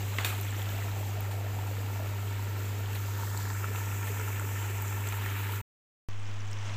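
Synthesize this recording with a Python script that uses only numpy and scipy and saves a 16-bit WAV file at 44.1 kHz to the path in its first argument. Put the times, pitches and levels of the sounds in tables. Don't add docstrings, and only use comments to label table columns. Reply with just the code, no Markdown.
import sys
import numpy as np
from scipy import signal
from scipy.fft import rfft, irfft, next_fast_len
from scipy.io import wavfile
from scipy.ndimage import uniform_filter1d, map_coordinates

SR = 44100
rng = np.random.default_rng(int(sys.argv[2]) if len(sys.argv) > 2 else 0)


def store_wav(level_fs):
    pcm = np.round(np.clip(np.atleast_2d(level_fs), -1, 1) * 32767)
    wavfile.write(sys.argv[1], SR, pcm.T.astype(np.int16))


def voltage_ratio(level):
    return 10 ** (np.asarray(level, float) / 20)


N = 298116
TIME = np.arange(N) / SR
FIRST_ENDS_S, SECOND_STARTS_S = 5.6143, 6.087


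def unit(x):
    return x / np.sqrt(np.mean(x ** 2) + 1e-20)


def white():
    return rng.standard_normal(N)


def curves(rows):
    s, *columns = np.transpose(rows)
    return [np.interp(TIME, s, column) for column in columns]


def wobble(rate):
    return map_coordinates(rng.standard_normal(N // 100), [TIME * np.clip(rate, .1, 400)])


def filtered(x, response):
    m = next_fast_len(N + 8192)
    spectrum = rfft(x, m) * response(np.fft.rfftfreq(m, 1 / SR))
    return unit(irfft(spectrum, m)[:N])


def colour(points):
    f, db = np.transpose(points)
    return lambda hz: voltage_ratio(np.interp(np.log(hz + 1), np.log(f + 1), db))


def ringing(s, db, hz, cycles, rise):
    t = np.arange(SR // 50) / SR
    u = t * (hz / cycles)[:, None]
    glide = 1 + np.reshape(rise, (-1, 1)) * (1 - np.exp(-4.5 * u))
    phase = 2 * np.pi * np.cumsum(hz[:, None] * glide, 1) / SR
    wave = np.sin(phase) * np.exp(-u) * (1 - np.exp(-8 * u))
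    at = (s * SR).astype(int)[:, None] + np.arange(len(t))
    return np.bincount(at.ravel(), (voltage_ratio(db)[:, None] * wave).ravel(), N + SR)[:N]


def seething(count, mid_hz, octaves, cycles, spread_db, grain_db, patchy_db):
    z = signal.stft(white(), nperseg=512)[2]
    field = uniform_filter1d(uniform_filter1d(rng.standard_normal(z.shape), 6, 0), 8, 1)
    noise = signal.istft(z * voltage_ratio(patchy_db * unit(field)), nperseg=512)[1][:N]
    when, size = rng.random((2, count))
    hz = np.clip(mid_hz * 2 ** (octaves * rng.standard_normal(count)), 200, 16000)
    size_db = np.minimum(-spread_db * np.log(size + 1e-9), 2.8 * spread_db)
    grains = ringing(when * N / SR, size_db, hz, cycles, rise=.15)
    return unit(noise) + voltage_ratio(grain_db) * unit(grains)


# (time [s], share [0-1])
LID_DOWN = [(0.3, 0), (0.85, 0.1), (1.2, 0.47), (1.7, 0.49)]
# (time [s], share [0-1])
DRAWN_BACK = [(2.4, 0.01), (2.85, 0.24), (3.2, 0.7), (3.5, 0.75), (3.9, 0.86)]
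# (time [s], share [0-1])
FULLER = [(4.9, 0), (5.3, 0.9)]
# (open level [dB], change at share 1 of lid down, of phone drawn back, of fuller [dB])
LAYERS = dict(rumble=(-50, 1, -1, -0.5), air=(-51, 3, 5, -0.5), fizz=(-47, -7, 2, 3.5),
          crackle=(-54.5, -6.5, 4, 2.5), hiss=(-52.5, -7, 7, -4), finest=(-50, -6, 5.5, 1))
# (time [s], level [dB])
GURGLE_LEVEL = [(0, -52.5), (.7, -51), (1.2, -49), (1.9, -49.5), (2.5, -55.5), (3.4, -57), (5.6, -60)]


def covered_pan():
    shares = np.clip([np.ones(N), *curves(LID_DOWN), *curves(DRAWN_BACK), *curves(FULLER)], 0, 1)
    rumble_db, air_db, fizz_db, crackle_db, hiss_db, finest_db = np.array(list(LAYERS.values())) @ shares
    gurgle_db, = curves(GURGLE_LEVEL)
    boil = wobble(9)
    hiss, finest = spatter()
    sizzle = voltage_ratio(air_db + 0.5 * boil) * air_bubbles()
    sizzle += voltage_ratio(fizz_db + 0.89 * boil) * fizz()
    sizzle += voltage_ratio(crackle_db + 0.5 * boil) * crackle(shares[1])
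    flicker = voltage_ratio(0.19 * boil + 1.0 * wobble(25))
    sizzle += flicker * (voltage_ratio(hiss_db) * hiss + voltage_ratio(finest_db) * finest)
    low = voltage_ratio(rumble_db + 0.62 * wobble(4.2)) * rumble() + voltage_ratio(gurgle_db + 0.47 * boil) * gurgle()
    return low + dipped(sizzle)


# (frequency [Hz], width [Hz], level [dB])
TRAPPED = [(396.5, 30, 2.5), (914, 91, -0.5), (1350, 100, -0.5), (1781, 95, -1), (2262, 130, -4.5),
           (2670, 150, -6)]


def trapped_air(f):
    return sum((-1) ** k * voltage_ratio(db) * 1j * f * w / (c * c - f * f + 1j * f * w)
               for k, (c, w, db) in enumerate(TRAPPED))


def air_bubbles():
    return filtered(seething(count=2500, mid_hz=1381, octaves=0.722, cycles=1.5,
                             spread_db=3, grain_db=-7, patchy_db=0), trapped_air)


# (frequency [Hz], gain [dB])
FIZZ = [(600, -34.5), (1100, -5.5), (2000, -3), (2750, -4.5), (3400, -9), (6000, -28.5)]


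def fizz():
    return filtered(seething(count=2000, mid_hz=2210, octaves=.5, cycles=2.8,
                             spread_db=.5, grain_db=-12.5, patchy_db=1.0), colour(FIZZ))


# (frequency [Hz], gain [dB])
CRACKLE = [(1800, -28), (3000, -4.5), (4000, -2.5), (5200, -5.5), (7000, -23)]


def crackle(lid_down):
    crisp = filtered(seething(count=2500, mid_hz=3100, octaves=.22, cycles=3,
                              spread_db=3.2, grain_db=-4, patchy_db=.6), colour(CRACKLE))
    fine = filtered(seething(count=3000, mid_hz=3800, octaves=.4, cycles=2,
                             spread_db=2.5, grain_db=-10, patchy_db=.4), colour(CRACKLE))
    shut = np.pi / 2 * lid_down / lid_down.max()
    return np.cos(shut) * crisp + np.sin(shut) * fine


# (frequency [Hz], gain [dB])
HISS = [(3500, -26.5), (5200, -6), (6040, -1), (7380, 3.5), (8120, 0.5), (9050, -25), (11000, -26.5)]
FINEST = [(7500, -32.5), (9050, -13), (11400, -10.5), (13700, 0.5), (14500, 0.5), (15400, -4), (16500, -7)]


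def spatter():
    drops = seething(count=1500, mid_hz=10000, octaves=.5, cycles=1.5,
                     spread_db=3.6, grain_db=-12, patchy_db=1.2)
    return filtered(drops, colour(HISS)), filtered(drops, colour(FINEST))


# (frequency [Hz], gain [dB])
GURGLE = [(250, -25), (480, -1), (800, 0.5), (1100, -7), (2500, -31.5)]


def gurgle():
    return filtered(seething(count=600, mid_hz=702.0, octaves=.4, cycles=3,
                             spread_db=2.5, grain_db=-10, patchy_db=1), colour(GURGLE))


# (time [s], centre [Hz], depth [dB])
DIP = [(2.85, 1890, 1), (3.1, 2150, 2.5), (3.3, 2460, 5.5), (3.5, 3000, 5.5), (3.72, 4400, 4),
       (4.1, 4300, 6), (5.6, 4740, 5.5)]
DIP_OCTAVES = 0.38


def dipped(x):
    hz, t, z = signal.stft(x, SR, nperseg=512)
    s, dip_hz, depth_db = np.transpose(DIP)
    off = np.log2((hz[:, None] + 1) / np.interp(t, s, dip_hz)) / DIP_OCTAVES
    cut_db = -np.interp(t, s, depth_db) * np.exp(-off ** 2)
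    return signal.istft(z * voltage_ratio(cut_db), SR, nperseg=512)[1][:N]


# (time [s], level before the envelope [dB], starting pitch [Hz])
BUBBLES = [(0.327, -31, 1200), (0.4857, -35, 3300), (0.566, -35, 5700), (0.658, -44, 4600),
           (0.166, -38, 3700), (0.235, -36.5, 2700), (0.211, -35, 3320), (0.619, -29, 3240),
           (0.657, -33, 3070), (0.6917, -33, 3520), (0.544, -36.5, 2960), (0.596, -36, 3010),
           (0.767, -40, 2940), (0.7943, -39, 2700), (0.9152, -36.5, 4000), (0.824, -33, 1900),
           (1.309, -35.5, 890), (1.587, -32, 860), (2.859, -32.5, 3040), (2.931, -32.5, 2670),
           (2.9558, -34.5, 3320), (2.9593, -34, 3920), (3.3743, -32.5, 4340), (3.3997, -41, 3960),
           (4.278, -32.5, 1326), (3.087, -34, 880), (3.347, -31.5, 910), (3.389, -36, 930),
           (3.454, -29.5, 1720), (3.502, -30.5, 1730), (3.503, -35.5, 4560), (3.643, -24, 1330),
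           (3.76, -27.5, 2603), (3.76, -37, 3330), (4.08, -39, 1330), (4.198, -39, 420), (4.198, -33, 940),
           (4.198, -31, 1350), (4.028, -31, 2330), (2.957, -40, 1390), (3.165, -39, 1450),
           (3.211, -37.5, 900), (3.549, -35.5, 1350), (5.262, -36.5, 1350), (5.575, -34, 1350),
           (4.3963, -28, 1370), (4.3955, -36.5, 2000), (4.848, -35.5, 1320), (4.978, -35, 860),
           (5.072, -38, 1410), (5.124, -35, 1360), (5.124, -30.5, 2310), (5.166, -42, 1350),
           (5.394, -41, 2880), (5.522, -34, 2995), (5.262, -26, 1770), (5.493, -31.5, 920)]
BUBBLE_CYCLES = 4.2
SNAP_DB, SNAP_CYCLES = -4.5, 0.6
AIR_ANSWER_DB = -1


def big_bubbles():
    s, db, hz = np.transpose(BUBBLES)
    rings = ringing(s, db, hz, BUBBLE_CYCLES, rise=0.019)
    snaps = ringing(s, db + SNAP_DB, hz, SNAP_CYCLES, rise=0.019)
    covered = snaps * np.clip(curves(LID_DOWN)[0], 0, 1)
    answer = voltage_ratio(AIR_ANSWER_DB) * np.std(covered) * filtered(covered, trapped_air)
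    return rings + snaps + answer


# (time [s], level before the envelope [dB], starting pitch [Hz])
SPITS = [(0.21, -30, 6840), (0.2254, -36, 7160), (0.413, -21, 12900), (0.414, -33, 11400),
         (0.418, -35, 12700), (0.4245, -31, 12700), (0.4484, -31, 7300), (0.5075, -31, 7400),
         (0.5185, -33, 7400), (0.537, -35, 7200), (0.6265, -29, 14600), (0.628, -32, 11700),
         (0.7035, -27, 13700), (1.207, -22, 13900), (2.9485, -33, 12600), (2.9495, -33, 10800),
         (2.958, -29, 14800), (3.341, -38, 8600), (3.375, -24, 7640), (3.3755, -39, 6030),
         (4.118, -37, 7400), (4.397, -29, 7850), (4.8228, -19, 13600), (4.88, -28, 7000),
         (5.0694, -32, 7330), (5.0886, -23.5, 7500), (5.1721, -26, 14000), (5.302, -33, 6180),
         (5.5211, -26, 13560), (6.405, -38, 5600), (6.477, -39, 6490), (6.5142, -36, 7800),
         (6.53, -34, 5300), (6.531, -37, 6500), (6.09, -44, 5900), (6.198, -45, 7900), (6.266, -45, 5500),
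         (6.278, -45, 5400), (6.297, -43, 5600), (6.469, -45, 7300), (6.672, -48, 8200), (6.706, -44, 5400),
         (6.722, -44, 5830), (6.739, -41, 5700)]


def fat_spits():
    s, db, hz = np.transpose(SPITS)
    return ringing(s, db, hz, cycles=6, rise=0.019)


# (time [s], level [dB], ring [dB], rush [dB], brightness [dB per octave])
CLINKS = [(0.185, -28.5, -10, -2.5, -7), (0.2463, -23.5, -3.5, -3.5, 1), (.268, -33.5, -2.5, -10.5, -3.5),
          (.302, -30.5, -1, -16, -14)]
# (frequency [Hz], level before brightness [dB], t60 [s])
LID = [(1270, -20, .1), (2420, -4, .04), (2510, -10, .3), (3290, -15, .15), (3607, -13, .16),
       (3680, 0, .035), (4414, -17.5, .25), (5636, -22, .2), (6891, -18, .25), (7250, -7, .035),
       (7510, -23, .25), (8630, -28, .2), (10780, -23, .08), (13550, -16, .17), (14590, -23, .12)]
# (frequency [Hz], gain [dB])
DROPS = [(200, -8.5), (700, -2.5), (2500, 1), (4300, -6), (5300, -14.5), (7600, -6.5), (9500, -12),
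         (12000, -11.5), (14000, -3.5), (16000, -15)]
CONTACT_S = .0004
RUSH_TILT = 0.93


def lid():
    out, t = np.zeros(N), np.arange(SR // 3) / SR
    for s, db, ring_db, rush_db, bright_db in CLINKS:
        ring = np.zeros(len(t))
        for hz, level, t60 in LID:
            tone_db = level + bright_db * np.log2(hz / 2000) + rng.normal(0, 0.94) - 60 * t / t60
            shiver = .012 * np.cumsum(rng.standard_normal(len(t)))
            ring += voltage_ratio(tone_db) * np.sin(2 * np.pi * hz * t + shiver)

        def drop_colour(hz):
            return colour(DROPS)(hz) * voltage_ratio(RUSH_TILT * bright_db * np.log2(1 + hz / 3000))

        at = round(s * SR)
        patter = filtered(white(), drop_colour)[at:at + len(t)]
        rush = patter * (voltage_ratio(-60 * t / 0.022) + 0.5 * voltage_ratio(-60 * t / 0.45))
        bite = 1 - np.exp(-t / CONTACT_S)
        out[at:at + len(t)] += voltage_ratio(db) * bite * (voltage_ratio(ring_db) * ring + voltage_ratio(rush_db) * rush)
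    return out


# (time [s], level before the envelope [dB], starting pitch [Hz], decay to 1/e [cycles], glide [share])
FALLING_DROP = [(0.1862, -19, 2600, 6, -.22), (.1846, -19, 4000, 2.7, -0.3),
                (.1848, -25, 1100, 1.196, -0.18)]


def falling_drop():
    return ringing(*np.transpose(FALLING_DROP))


# (time [s], starting level [dB], t60 [s])
SPUTTERS = [(1.311, -41.5, 0.13), (1.671, -45, .06), (2.951, -41.5, 0.18), (3.372, -48, .1),
            (2.931, -43, .03), (4.206, -48, .03), (4.07, -40, .15), (4.70, -40.5, 0.063),
            (5.072, -35.5, .05), (5.123, -37, .04), (5.26, -39, .04), (5.52, -42, 0.085), (6.314, -60, .03),
            (6.477, -58, .03), (6.512, -56, .05), (6.528, -58, .05)]


def sputters():
    level = sum(voltage_ratio(db - 60 * np.clip(TIME - s, 0, 1) / t60) * (TIME > s) for s, db, t60 in SPUTTERS)
    return level * filtered(white(), colour(DROPS))


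# (time [s], level [dB])
SWELL = [(3.25, -79.5), (3.36, -63), (3.42, -53), (3.5, -63), (3.6, -80)]


def steam_swell():
    return voltage_ratio(curves(SWELL)[0]) * filtered(white(), colour(CRACKLE)) * (TIME < FIRST_ENDS_S)


# (frequency [Hz], gain [dB])
SIMMER = [(70, -27.5), (130, -7), (250, -4), (400, -9), (1000, -5.5), (1500, -8), (3000, -8.5), (4400, -21),
          (6100, -18), (7500, -22), (8100, -24.5), (9000, -35), (10500, -33), (11300, -40), (11800, -52),
          (13600, -51), (14300, -41), (15400, -33)]
OPEN_SIMMER_DB, SIMMER_GROWS_DB_PER_S = -46, 3.5
SETTLE_DB, SETTLE_S = -6, 0.42
OFFSET, DRAIN_S = -0.033, 0.9


def open_pan():
    since = np.clip(TIME - SECOND_STARTS_S, 0, None)
    settle_db = SETTLE_DB * np.exp(-since / SETTLE_S)
    simmer_db = OPEN_SIMMER_DB + SIMMER_GROWS_DB_PER_S * since + settle_db
    grains = seething(count=3000, mid_hz=5600, octaves=0.3, cycles=2.6,
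                      spread_db=6, grain_db=-9.5, patchy_db=0.0)
    simmer = voltage_ratio(simmer_db + 0.9 * wobble(12)) * filtered(grains, colour(SIMMER))
    return simmer + hum(-35 + settle_db, leads_s=.0024) + OFFSET * np.exp(-since / DRAIN_S)


# (multiple of its frequency, level relative to it [dB])
OVERTONES = [(.5, -29.5), (2, -27), (2.5, -29), (4, -29), (4.5, -28.5)]
# (frequency [Hz], gain [dB])
DRONE = [(15, -32), (28, 0), (48, -2.5), (66, -8.5), (90, -0.5), (130, -40.5)]
HUM_HZ = 100.05


def hum(db, leads_s=0):
    turn = 2 * np.pi * HUM_HZ * (TIME + leads_s)
    overtones = sum(voltage_ratio(level + 0.9 * wobble(10)) * np.sin(k * turn + 6 * rng.random())
                    for k, level in OVERTONES)
    drone = voltage_ratio(-21.5) * filtered(white(), colour(DRONE))
    return voltage_ratio(db) * (np.sqrt(2) * (np.cos(turn) + overtones) + drone)


# (frequency [Hz], gain [dB])
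RUMBLE = [(60, -30), (115, 0.5), (200, -5.5), (300, -1), (450, -6), (800, -15), (2000, -37)]


def rumble():
    return filtered(white(), colour(RUMBLE))


# (time [s], level [dB])
FADE = [(5.57, 0), (5.613, -4)]


def scene():
    covered = covered_pan() + lid() + falling_drop() + hum(-33.4)
    first = (TIME < FIRST_ENDS_S) * voltage_ratio(curves(FADE)[0]) * covered
    second = (TIME >= SECOND_STARTS_S) * open_pan()
    bursts = big_bubbles() + fat_spits() + sputters() + steam_swell()
    return (first + second + bursts)[None]


def band_limit(x):
    return signal.sosfilt(signal.butter(12, 16140, fs=SR, output="sos"), x)


def record(dry):
    taps = signal.firwin(1023, 15500, window=("kaiser", 9), fs=SR)
    mix = signal.fftconvolve(dry, taps[None], "same", axes=1)
    return band_limit(mix)


dry = scene()
out = record(dry)
store_wav(out)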